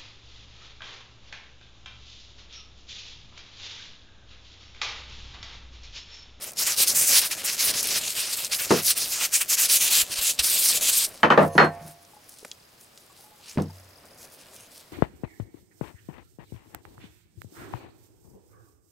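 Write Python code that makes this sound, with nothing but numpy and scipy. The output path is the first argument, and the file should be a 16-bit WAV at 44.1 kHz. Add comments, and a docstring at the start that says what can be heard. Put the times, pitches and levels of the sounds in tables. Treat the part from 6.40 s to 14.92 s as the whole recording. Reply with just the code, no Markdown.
"""A room hums faintly throughout and a far cricket trills, loudest after 7.2 s.
0-4.7 s: a crumpled paper towel scrubs a hatchet to and fro (slipping fibres); the handle knocks a bench once.
4.8-5.5 s: the hatchet is laid down with a few bounces (ringing wood and steel modes, rattle noise).
From 5.6 s: an oil bottle is tipped on the towel (gulp tones, ticks, rustles), set down near 7.2 s.
A limiter with fast attack and slow release holds the loud parts down."""
import sys
import numpy as np
from scipy import signal
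from scipy.fft import rfft, irfft
from scipy.io import wavfile
from scipy.ndimage import uniform_filter1d

SR = 44100
rng = np.random.default_rng(int(sys.argv[2]) if len(sys.argv) > 2 else 0)


def store_wav(level_fs):
    """Save 16-bit WAV to argv[1]."""
    pcm = np.round(np.clip(np.atleast_2d(level_fs), -1, 1) * 32767)
    wavfile.write(sys.argv[1], SR, pcm.T.astype(np.int16))


N = 375732


def from_db(db):
    """Amplitude ratio of a level in dB."""
    return 10 ** (np.asarray(db) / 20)


def rms_one(x):
    """Scale to rms 1."""
    return x / np.sqrt(np.mean(x ** 2) + 1e-20)


def at_hz(points, hz):
    """Interpolate a (f/Hz, value) table over log frequency."""
    table_hz, values = np.array(points).T
    return np.interp(np.log(hz), np.log(table_hz), values)


def drift(rate_hz):
    """Slow chance of rms 1: noise at every 40th sample through a double one-pole low-pass."""
    r = np.exp(-80 * np.pi * rate_hz / SR)
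    noise = rng.standard_normal(N // 40 + 2002)
    slow = signal.lfilter([1], [1, -2 * r, r * r], noise)[2000:]  # drop the filter's start
    return np.interp(np.arange(N) / 40, np.arange(len(slow)), rms_one(slow))


def clicks(times_s, sizes):
    """Train of single samples on a negligible floor."""
    out = np.full(N, 1e-18)
    out[np.round(np.asarray(times_s) * SR).astype(int)] = sizes
    return out


def ring(drive, hz, t60_s):
    """Two-pole resonator: a unit click sets off a decaying sine of initial height 1."""
    r = from_db(-60 / (t60_s * SR))
    w = 2 * np.pi * hz / SR
    return signal.lfilter([0, np.sin(w)], [1, -2 * r * np.cos(w), r * r], drive)


def spread(mid, side, alike):
    """Mix two unrelated signals to left and right with correlation `alike`."""
    return np.sqrt(1 + alike) * mid + np.sqrt(1 - alike) * side * [[1], [-1]]


def bands(low_hz, count, likeness):
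    """Half-octave bands of stereo noise, neighbours unrelated; yields (f/Hz, band of rms 1)."""
    white = rng.standard_normal((2, 2, N))
    edges_hz = low_hz * 2 ** (np.arange(count + 1) / 2)
    for k, (low, high) in enumerate(zip(edges_hz, edges_hz[1:])):
        band_pass = signal.butter(2, [low, high], "band", fs=SR, output="sos")
        mid, side = signal.sosfilt(band_pass, white[k % 2])
        hz = np.sqrt(low * high)
        alike = np.clip(at_hz(likeness, hz), 0, 1)
        yield hz, rms_one(spread(mid, side, alike))


def coloured(mid_side, spectrum, likeness):
    """Two unrelated sources become a stereo pair with the given spectrum and likeness; rms 1."""
    hz = np.maximum(np.fft.rfftfreq(N, 1 / SR), 1)
    alike = np.clip(at_hz(likeness, hz), 0, 1)
    mid, side = rfft(mid_side) * from_db(at_hz(spectrum, hz))
    return rms_one(irfft(spread(mid, side, alike), N))


TURN_KNEE_DB, TURN_BEND = 10, 1.36  # level leaves its hold gently, drops ever faster beyond the knee
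AFTER_DB, AFTER_FALL_DB_PER_S = -15.5, 150  # towel springs back and whispers on after a movement


def moves(s, held_s, level_db, swell_db, rise_db_per_s, fall_db_per_s):
    """Power of each movement, one value a ms: rounded rise, swelling or sagging hold, fall, faint tail."""
    t = np.arange(0, N / SR, .001)[:, None]
    held_s = np.maximum(held_s, .002)
    before_s = np.maximum(s - t, 0)
    after_s = np.maximum(t - s - held_s, 0)
    hold_db = level_db + swell_db * (np.clip((t - s) / held_s, 0, 1) - .5)
    straight_db = rise_db_per_s * before_s + fall_db_per_s * after_s
    turn_db = TURN_KNEE_DB * (straight_db / TURN_KNEE_DB) ** TURN_BEND
    tail = (after_s > 0) * 10 ** ((level_db + AFTER_DB - AFTER_FALL_DB_PER_S * after_s) / 10)
    return t[:, 0], 10 ** ((hold_db - turn_db) / 10) + tail


# room hum spectrum, relative: f/Hz, density/dB
ROOM_SPECTRUM = [(40, -17.5), (90, -4.5), (170, -8.5), (400, -8.5), (630, -7.5), (900, -10.5),
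                 (2600, -15.5), (5000, -16), (7000, -23), (16000, -24)]
# room left-right correlation: f/Hz, likeness/1
ROOM_LIKENESS = [(60, 0.99), (180, 0.9), (550, 0.28), (1650, 0.09), (4970, 0.43), (15000, 0.91)]
ROOM_RMS_DB = -56.5


def room():
    """Steady faint hum of a small workshop: coloured noise."""
    return from_db(ROOM_RMS_DB) * coloured(rng.standard_normal((2, N)), ROOM_SPECTRUM, ROOM_LIKENESS)


CRICKET_HZ, CRICKET_T60_S, CRICKET_DB, CRICKET_PULSES_PER_S = 5030, 0.024, -71.5, 40
TRILL_S, TRILL_HELD_S, TRILL_LIFT_DB = 7.2, .6, 6.5  # loudest trill


def cricket():
    """Noise pulses ring one pitch; the level comes and goes, left and right unrelated."""
    t = np.arange(N) / SR
    s = np.cumsum(rng.normal(1, 0.044, 400)) / CRICKET_PULSES_PER_S
    pulses = signal.lfilter(np.hanning(300), [1], clicks(s[s < N / SR - .01], 1))
    in_trill = np.abs(t - TRILL_S - TRILL_HELD_S / 2) < TRILL_HELD_S / 2
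    level_db = CRICKET_DB + 2.2 * drift(1.9) + TRILL_LIFT_DB * in_trill
    trill = ring(pulses * rng.standard_normal((2, N)), CRICKET_HZ, CRICKET_T60_S)
    return from_db(level_db) * rms_one(trill)


# dull low thumps: t/s, level before softening/dB, f/Hz, t60/s
THUMPS = [(3.63, -33, 89, 0.039), (3.787, -32, 60, 0.051), (3.993, -30, 63.4, 0.14),
          (7.159, -21, 400, 0.038), (7.8, -53.5, 91, 0.53)]
# oil gulps in the bottle: t/s, level before softening/dB, f/Hz, t60/s
GULPS = [(5.735, -46, 840, 0.065), (5.767, -44.5, 837, 0.088), (6.029, -38.5, 434, 0.032),
         (6.699, -51.5, 1128, 0.099), (6.792, -51.5, 783, 0.075), (6.839, -52, 845, 0.19),
         (6.869, -57, 860, 0.12), (6.919, -50.5, 844, 0.15), (6.996, -51.5, 830, 0.085),
         (7.299, -43.5, 883, 0.061)]


def soft_tones(table, soften):
    """Single pitches with a low-passed start: air pockets in the oil, or a padded thump."""
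    tones = sum(ring(clicks([s], from_db(db)), hz, t60_s) for s, db, hz, t60_s in table)
    return signal.lfilter([1 - soften], [1, -soften], tones)


# bottle and paper ticks, and the sharp cracks of knocks: t/s, peak of the noise puff/dB, f/Hz
TICKS = [(0.0238, -40, 9700), (0.0373, -28, 6400), (0.0967, -34, 7800), (0.1191, -25, 11300),
         (0.134, -26.5, 7690), (1.408, -9, 8900), (1.429, -8, 9000), (1.442, -14, 9000),
         (1.456, -11.5, 7050), (1.472, -10, 9000), (1.68, -11, 4500), (1.7094, -29, 8500),
         (2.0474, -10.5, 6260), (2.1495, -8.5, 5700), (2.3068, -11.5, 1830), (5.6506, -39.5, 5050),
         (5.893, -32, 9200), (5.9863, -33, 6050), (6.0484, -28.5, 1600), (6.049, -35.5, 420),
         (6.0495, -29, 5400), (6.115, -20, 3820), (6.4108, -37, 6700), (6.576, -33, 4800),
         (7.175, -27, 1704), (7.182, -31, 2500), (7.148, -38, 4470), (7.2, -34, 2490), (7.2205, -31, 6050),
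         (7.655, -38, 9900)]
TICK_T60_S, TICK_CRACK = 0.028, 4.0  # the last: height of the first crack over the puff


def ticks():
    """A fast-dying noise puff, band-passed around its pitch, plus a short sine ring."""
    out = np.zeros(N)
    t = np.arange(4000) / SR
    fade = from_db(-60 * t / TICK_T60_S) + TICK_CRACK * from_db(-60 * t / .002)
    for s, db, hz in TICKS:
        noise = rng.standard_normal(len(t))
        edges_hz = [hz / 1.48, min(hz * 1.58, 17000)]
        puff = signal.lfilter(*signal.butter(2, edges_hz, "band", fs=SR), noise * fade)
        sine = np.sin(2 * np.pi * .87 * hz * t) * from_db(-40 * t / TICK_T60_S)
        snap = puff / np.abs(puff).max() + 0.16 * min(1, (3500 / hz) ** 2) * sine
        out[round(s * SR):][:len(t)] += from_db(db) * snap
    return out


# the head drags on the mat: t/s, held/s, level/dB
DRAGS = [(5.14, .03, -47), (8.195, .05, -61)]
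# steel head modes, also rung by knocks(): f/Hz, level/dB, t60 when struck/s
STEEL_MODES = [(2605, -6.5, .11), (3020, -4, 0.082), (3060, 2.5, 0.1), (4245, -6.5, 0.17),
               (4300, -11.5, .12), (5200, -11.5, .08), (6320, -10.5, 0.19), (10600, -16, 0.12)]
LIGHT_RISE_DB_PER_S, LIGHT_FALL_DB_PER_S = 399, 331  # drags and rustles, slope before the turn's bend


def drags():
    """Friction noise sets the steel singing faintly, the long and high modes most."""
    s, held_s, level_db = np.transpose(DRAGS)
    ms, power = moves(s, held_s, level_db, 0, LIGHT_RISE_DB_PER_S, LIGHT_FALL_DB_PER_S)
    noise = rng.standard_normal(N)

    def sing(drive):
        return sum(from_db(db + 20 * np.log2(hz / 4000) + 60 * t60_s) * ring(drive, hz, t60_s / 3)
                   for hz, db, t60_s in STEEL_MODES)

    friction = np.interp(np.arange(N) / SR, ms, np.sqrt(power.sum(axis=1))) * noise
    return sing(friction + 1e-18) / np.std(sing(noise))


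# bench knocks: t/s, strength/dB, hardness/Hz, bass/dB, bass limit/Hz, best-driven f/Hz,
# thud/dB, steel ring/dB, best-driven steel f/Hz
KNOCKS = [(2.3068, -14, 800, -1.5, 250, 408, -7.5, -49.5, 5200),
          (4.8316, -15, 2180, -1.5, 500, 1320, -19, -20.5, 3030),
          (4.9025, -17.5, 1890, -6, 500, 1250, -22, -22.5, 3000),
          (4.9211, -26.5, 1890, -1, 500, 1300, -9, -39, 3000),
          (4.9756, -1.5, 1010, -7, 170, 530, -15, -33, 3000),
          (5.153, -26.5, 500, 16, 250, 453, -20, -60, 4350),
          (5.179, -4, 1800, -9.5, 250, 1480, -14, -7.5, 4650),
          (5.199, -15.5, 1500, -15, 250, 1220, -20, -19, 4280),
          (5.412, -43, 170, 3, 170, 158, -44, -80, 3040), (5.449, -40.5, 170, 6, 170, 156, -46, -80, 3040),
          (7.174, -19, 230, 15.5, 200, 252, -9, -80, 3000),
          (7.184, -29.5, 600, 3, 250, 890, -36, -80, 3000)]
# bench top modes: f/Hz, level/dB, t60 before settling/s
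BENCH_MODES = [(154.8, -3, 0.46), (195, -0.5, 0.242), (227.6, 1.5, 0.24), (267.6, -10, 0.16),
               (345, -4, 0.27), (395, -6, 0.22), (490, 2, 0.18), (544, -15.5, 0.36), (570, -2, 0.1),
               (660, -5, 0.25), (813, -7, 0.22), (1002, -8, .18), (1258, -12.5, 0.13), (1340, -7, .13),
               (1550, -10, 0.27), (1705, -11, 0.17)]
# bench frame and tools on it, ringing on: f/Hz, level/dB, t60/s
LINGERING_MODES = [(93.3, -15.5, 0.71), (470, -17, 0.43), (544, -10, 0.33), (689, -15, 0.83),
                   (727, -22.5, .5), (790, -24, .7), (880, -25.5, .7), (1010, -20.5, 0.54), (1119, -28, 1),
                   (1820, -20, .45), (1810, -18.5, .45)]
# rattle of loose things and dense board modes, per band: f/Hz, level/dB
RATTLE_LEVEL = [(100, -21), (250, 0.5), (600, 8.5), (1500, 14.5), (3000, 7), (6000, -40), (12000, -30)]
# rattle decay before settling: f/Hz, t60/s
RATTLE_T60 = [(100, 0.3), (500, 0.18), (1500, 0.15), (4000, .12), (12000, 0.064)]
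# rattle left-right correlation: f/Hz, likeness/1
RATTLE_LIKENESS = [(100, 1), (380, 0.9), (1300, 0.32), (4400, 1), (12000, .9)]
SETTLE_S, SETTLE_DB_PER_S = 0.09, 204  # struck thing comes to rest and damps the short rings


def knocks():
    """Each knock rings bench and steel modes and starts a rattle; soft contact drives few highs."""
    (s, strength_db, hardness_hz, bass_db, bass_hz, best_hz,
     thud_db, steel_db, steel_hz) = np.transpose(KNOCKS)

    def reach_db(hz):
        soft_db = -22 * np.log10(1 + (hz / hardness_hz) ** 2)
        low_db = bass_db / (1 + (hz / bass_hz) ** 2)
        best_db = 7 * np.exp(-(np.log2(hz / best_hz) / 0.18) ** 2)
        return strength_db + soft_db + low_db + best_db

    def spot_db(hz):
        # where the head is struck decides which of its modes speak
        return steel_db - 14 * np.minimum(np.abs(np.log2(hz / steel_hz)) / .5, 1)

    t = np.arange(N) / SR
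    since_s = t - np.r_[0, s][np.searchsorted(s, t, side="right")]
    settle = from_db(-SETTLE_DB_PER_S * np.maximum(since_s - SETTLE_S, 0))
    wood = BENCH_MODES + LINGERING_MODES
    luck = rng.normal(0, 1, (len(wood + STEEL_MODES), len(s)))
    out = 0
    for (hz, db, t60_s), z in zip(STEEL_MODES, luck[::-1]):
        out = out + settle * ring(clicks(s, from_db(spot_db(hz) + db + 1.2 * z)), hz, t60_s)
    for k, (hz, db, t60_s) in enumerate(wood):
        # neighbouring modes swing in opposite sense; pairs lean to alternate sides
        alike = np.clip(at_hz(RATTLE_LIKENESS, hz), 0, 1)
        aside = np.sqrt(1 - alike) * 0.46 * (-1) ** (k // 2)
        mode = ring(clicks(s, from_db(reach_db(hz) + db - 7 + 2 * luck[k])), hz, t60_s)
        damping = settle if k < len(BENCH_MODES) else 1
        out = out + (-1) ** k * mode * damping * [[1 + aside], [1 - aside]]
    for at_s, db, hz in zip(s, thud_db, best_hz):  # contact thud of a few cycles
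        out = out + ring(clicks([at_s], from_db(db)), hz, 9.0 / hz)
    for hz, band in bands(118.9, count=13, likeness=RATTLE_LIKENESS):
        fade = from_db(-60 / (at_hz(RATTLE_T60, hz) * SR))
        rise = np.exp(-1.5 * hz / SR)
        starts = clicks(s, from_db(reach_db(hz) + at_hz(RATTLE_LEVEL, hz) - 8.0))
        envelope = signal.lfilter([1 - rise], np.convolve([1, -fade], [1, -rise]), starts)
        out = out + band * envelope * settle
    return signal.sosfilt(signal.butter(4, 80, "high", fs=SR, output="sos"), out)


# rumble spectrum, relative: f/Hz, density/dB
RUMBLE_SPECTRUM = [(30, -13), (60, -12), (90, -10), (170, -8.5), (350, -8.5), (620, -4), (850, -12),
                   (1300, -12.5), (2500, -17), (6000, -58)]
# left-right correlation of rumble and towel: f/Hz, likeness/1
LIKENESS = [(30, 0.98), (60, 1), (180, 1), (550, 1), (1400, 1), (3100, 0.87), (6000, 0.93), (15000, 0.95)]


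def rumble(level_db, lumpy_db):
    """Low lumpy noise that the handle gives off under the hand."""
    noise = coloured(rng.standard_normal((2, N)), RUMBLE_SPECTRUM, LIKENESS)
    return from_db(level_db + lumpy_db * drift(25)) * noise


# one row a stroke: t at full speed/s, held/s, level/dB, swell over the hold/dB, brightness/dB
STROKES = [(0.027, 0.06, -34.5, 0, 0.5), (0.193, 0.036, -20.5, -0.5, 1.5), (0.273, 0.067, -22.5, -7.5, 1),
           (0.384, 0.051, -18, 4.5, 4), (0.483, 0.038, -21.5, -6.5, 6.5), (0.562, 0.17, -21, -3, 6.5),
           (0.703, 0.083, -15.5, 8.5, 3), (0.819, 0.047, -21.5, -1.5, 0), (0.92, 0.015, -24.5, -3.5, -2.5),
           (0.985, 0.035, -31.5, -5.5, -2), (1.049, 0.098, -25.5, -1.5, 0.5), (1.194, 0.11, -21, 1.5, 1.5),
           (1.343, 0.054, -23.5, 3.5, -1), (1.442, 0.08, -25.5, 2, -2), (1.536, 0.044, -22.5, 8, 2),
           (1.618, 0.11, -28.5, -1.5, -0.5), (1.767, 0.17, -26.5, -8.5, -1), (1.903, 0.03, -34.5, 18, 1.5),
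           (1.977, 0.077, -27, 0.5, 1.5), (2.13, 0.032, -24, -4, 1.5), (2.197, 0.12, -30.5, -16, 0),
           (2.313, 0.085, -25, 1.5, -4.5), (2.435, 0.073, -23, 16, 4.5), (2.573, 0.18, -28.5, -11.5, 1.0),
           (2.725, 0.057, -26, -3.5, 1.5), (2.809, 0.044, -19.5, 3.5, -0.5), (2.944, 0.03, -19.5, -6, 5),
           (3.003, 0.012, -19.5, 8.5, 0.5), (3.104, 0.036, -19, 2, 3.5), (3.186, 0.069, -18.5, -2.5, 1),
           (3.3, 0.065, -18.5, 3.5, 5.5), (3.415, 0.063, -17.5, -0.5, 4), (3.515, 0.101, -16, 2, 2),
           (3.715, 0.012, -26.5, 5.5, 1.5), (3.767, 0.026, -26, 2.5, -0.5), (3.826, 0.077, -21, 0.5, 5.5),
           (3.988, 0.0053, -26, 25.5, -4.5), (4.042, 0.329, -20.5, 0, 6.5), (4.423, 0.071, -20, 11, 5.5),
           (4.535, 0.11, -21.5, -1, 5.5)]
# light towel and sleeve rustles: t/s, held/s, level/dB, brightness/dB
RUSTLES = [(4.7, 0.094, -48.5, -5), (5.002, 0.056, -49, 8), (5.15, 0.074, -52, 8), (5.35, .015, -60, 1.5),
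           (5.42, 0.043, -55.5, 0), (5.48, 0.013, -47.5, 5), (5.631, .08, -63, 4),
           (5.836, 0.28, -56.5, 5.5), (6.41, .015, -59, 12), (6.576, 0.03, -61, 5.5),
           (6.771, 0.071, -56, 5), (7.035, 0.049, -52, -6), (7.09, 0.026, -46, -4.5),
           (7.14, 0.094, -56.5, -4), (7.347, 0.036, -54.5, 1), (7.815, 0.032, -50, 7),
           (7.92, .035, -58.5, 13), (7.99, 0.026, -52, -7), (8.07, 0.018, -53.5, 0), (8.14, 0.023, -53, 8),
           (8.19, 0.061, -52.5, -2), (8.33, 0.072, -51, 3)]
# rumble before the hand's quick swings: t/s, level/dB
RUMBLE_LEVEL = [(0, -52), (.64, -43), (1.0, -50.5), (1.39, -42.5), (1.85, -51), (2.5, -48.5), (3.1, -51),
                (3.5, -45.5), (3.8, -50.5), (4.45, -45.5), (4.86, -53.5), (5.4, -49), (5.6, -65.5),
                (6.3, -84), (7.4, -62), (7.55, -59.5), (8.0, -56), (8.5, -64)]
# hiss slopes out of and into a turn, for a -19.5 dB stroke, before the turn's bend
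SPEED_UP_DB_PER_S, SLOW_DOWN_DB_PER_S = 648, 598
BRISK_PER_DB = 0.01  # relative gain in slope per dB of a harder stroke
STILL_DB, STILL_BRIGHT_DB = -63.5, 4  # towel held still
RUMBLE_FOLLOWS = 0.13  # share of the hand's quick swings that the rumble takes over


def hand():
    """Rubbing level, brightness and rumble level in time; the louder of overlapping moves sets brightness."""
    s, held_s, level_db, swell_db, bright_db = np.transpose(STROKES)
    brisk = np.maximum(1 + BRISK_PER_DB * (level_db + 19.5), .4)
    ms, strokes = moves(s, held_s, level_db, swell_db, SPEED_UP_DB_PER_S * brisk, SLOW_DOWN_DB_PER_S * brisk)
    s, held_s, level_db, light_bright_db = np.transpose(RUSTLES)
    _, rustles = moves(s, held_s, level_db, 0, LIGHT_RISE_DB_PER_S, LIGHT_FALL_DB_PER_S)
    power = np.c_[strokes, rustles]
    still = 10 ** (STILL_DB / 10)
    total = power.sum(axis=1) + still
    level = 10 * np.log10(total)
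    brightness = (power @ np.r_[bright_db, light_bright_db] + STILL_BRIGHT_DB * still) / total
    quick_db = level - uniform_filter1d(level, size=300)  # against a 300 ms mean
    low = np.interp(ms, *np.transpose(RUMBLE_LEVEL)) + RUMBLE_FOLLOWS * quick_db
    return [np.interp(np.arange(N) / SR, ms, v) for v in (level, brightness, low)]


# paper hiss spectrum, relative: f/Hz, density/dB
PAPER_SPECTRUM = [(30, -72), (700, -12.5), (1200, -4), (1900, 3.5), (2400, 7.5), (3500, 7.5), (5200, 11.5),
                  (9000, 12.5), (13000, 9.5), (16000, 4.5)]
CAVITY_HZ, CAVITY_DB = 2580, -8  # hollow of the cupped hand; dB at brightness 1.5 dB, more when duller
HAND_ECHO, HAND_ECHO_MS, HAND_ECHO_SWING_MS = 0.3, 0.2186, 0.054  # moving hand reflects the hiss


def towel(level_db, bright_db, slips_per_s, spread_db, snaps_per_s, snap_db, flutter_db, patch_db):
    """Thousands of fibres slip each second, now and then a crease snaps; shifting folds recolour the hiss."""
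    sizes_db = spread_db * np.minimum(rng.exponential(1, (2, N)), 5)
    sizes = from_db(sizes_db) * rng.choice([-1, 1], (2, N))
    slips = sizes * (rng.random((2, N)) < slips_per_s / SR)
    # hard, fast rubbing flattens the creases, so snaps stand out less
    snap_gain = from_db(snap_db - 0.67 * np.maximum(level_db + 34.0, 0))
    snaps = snap_gain * sizes[0] * (rng.random(N) < snaps_per_s / SR)
    hiss = coloured(slips + snaps, PAPER_SPECTRUM, LIKENESS)
    lag = np.maximum(HAND_ECHO_MS + HAND_ECHO_SWING_MS * drift(2.42), .02) * SR / 1000  # samples
    n = np.arange(N)
    echo = np.array([np.interp(n - lag, n, side) for side in hiss])
    hiss = rms_one(hiss + HAND_ECHO * echo)
    patch_db = patch_db * np.clip((-9.5 - level_db) / 12, .2, 1)  # a firm stroke is steadier
    out, below = 0, 0
    for hz in (1500, 2600, 4300, 7000, 11000, 18000):  # upper edges of the slices
        upto = signal.lfilter(*signal.butter(2, hz, fs=SR), hiss)
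        # brightness tilts the slices around 6 kHz; each slice swells on its own
        tilt_db = .5 * (bright_db - 5.0) * np.log2(hz / 6000)
        out = out + (upto - below) * from_db(tilt_db + patch_db * drift(14))
        below = upto
    hollow = signal.lfilter(*signal.iirpeak(CAVITY_HZ, 3.5, fs=SR), hiss)
    out = out + hollow * from_db(CAVITY_DB - 1.6 * (bright_db - 1.5) + patch_db * drift(6))
    return from_db(level_db + flutter_db * drift(120)) * out


def scene():
    """Sum of all sources, background to foreground."""
    level_db, bright_db, rumble_db = hand()
    tones = soft_tones(THUMPS, soften=0.99) + soft_tones(GULPS, soften=0.55)
    background = room() + cricket() + tones
    contacts = ticks() + drags() + knocks()
    paper = towel(level_db, bright_db, slips_per_s=16000, spread_db=1.0, snaps_per_s=55, snap_db=19.0,
                  flutter_db=0.68, patch_db=3.0)
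    return background + contacts + rumble(rumble_db, lumpy_db=2.8) + paper


LIMIT_DB, ATTACK_S = -11, 0.00064
EXCESS_RELEASE_DB_PER_S = 246  # of the held excess
CUT_PER_DB = .8  # gain cut per dB of excess
CUTOFF_HZ = 16250


def record(dry):
    """A limiter turns loud passages down fast and recovers slowly; peaks are rounded, the top is cut."""
    power = uniform_filter1d(np.mean(dry ** 2, axis=0), size=300)
    level_db = 10 * np.log10(power + 1e-12)
    ramp_db = EXCESS_RELEASE_DB_PER_S * np.arange(N) / SR
    over_db = np.maximum.accumulate(np.maximum(level_db - LIMIT_DB, 0) + ramp_db) - ramp_db
    r = np.exp(-1 / (ATTACK_S * SR))
    limited = dry * from_db(-CUT_PER_DB * signal.lfilter([1 - r], [1, -r], over_db))
    low_pass = signal.cheby2(24, 70, CUTOFF_HZ, fs=SR, output="sos")
    return signal.sosfilt(low_pass, np.tanh(limited))


dry = scene()
out = record(dry)
store_wav(out)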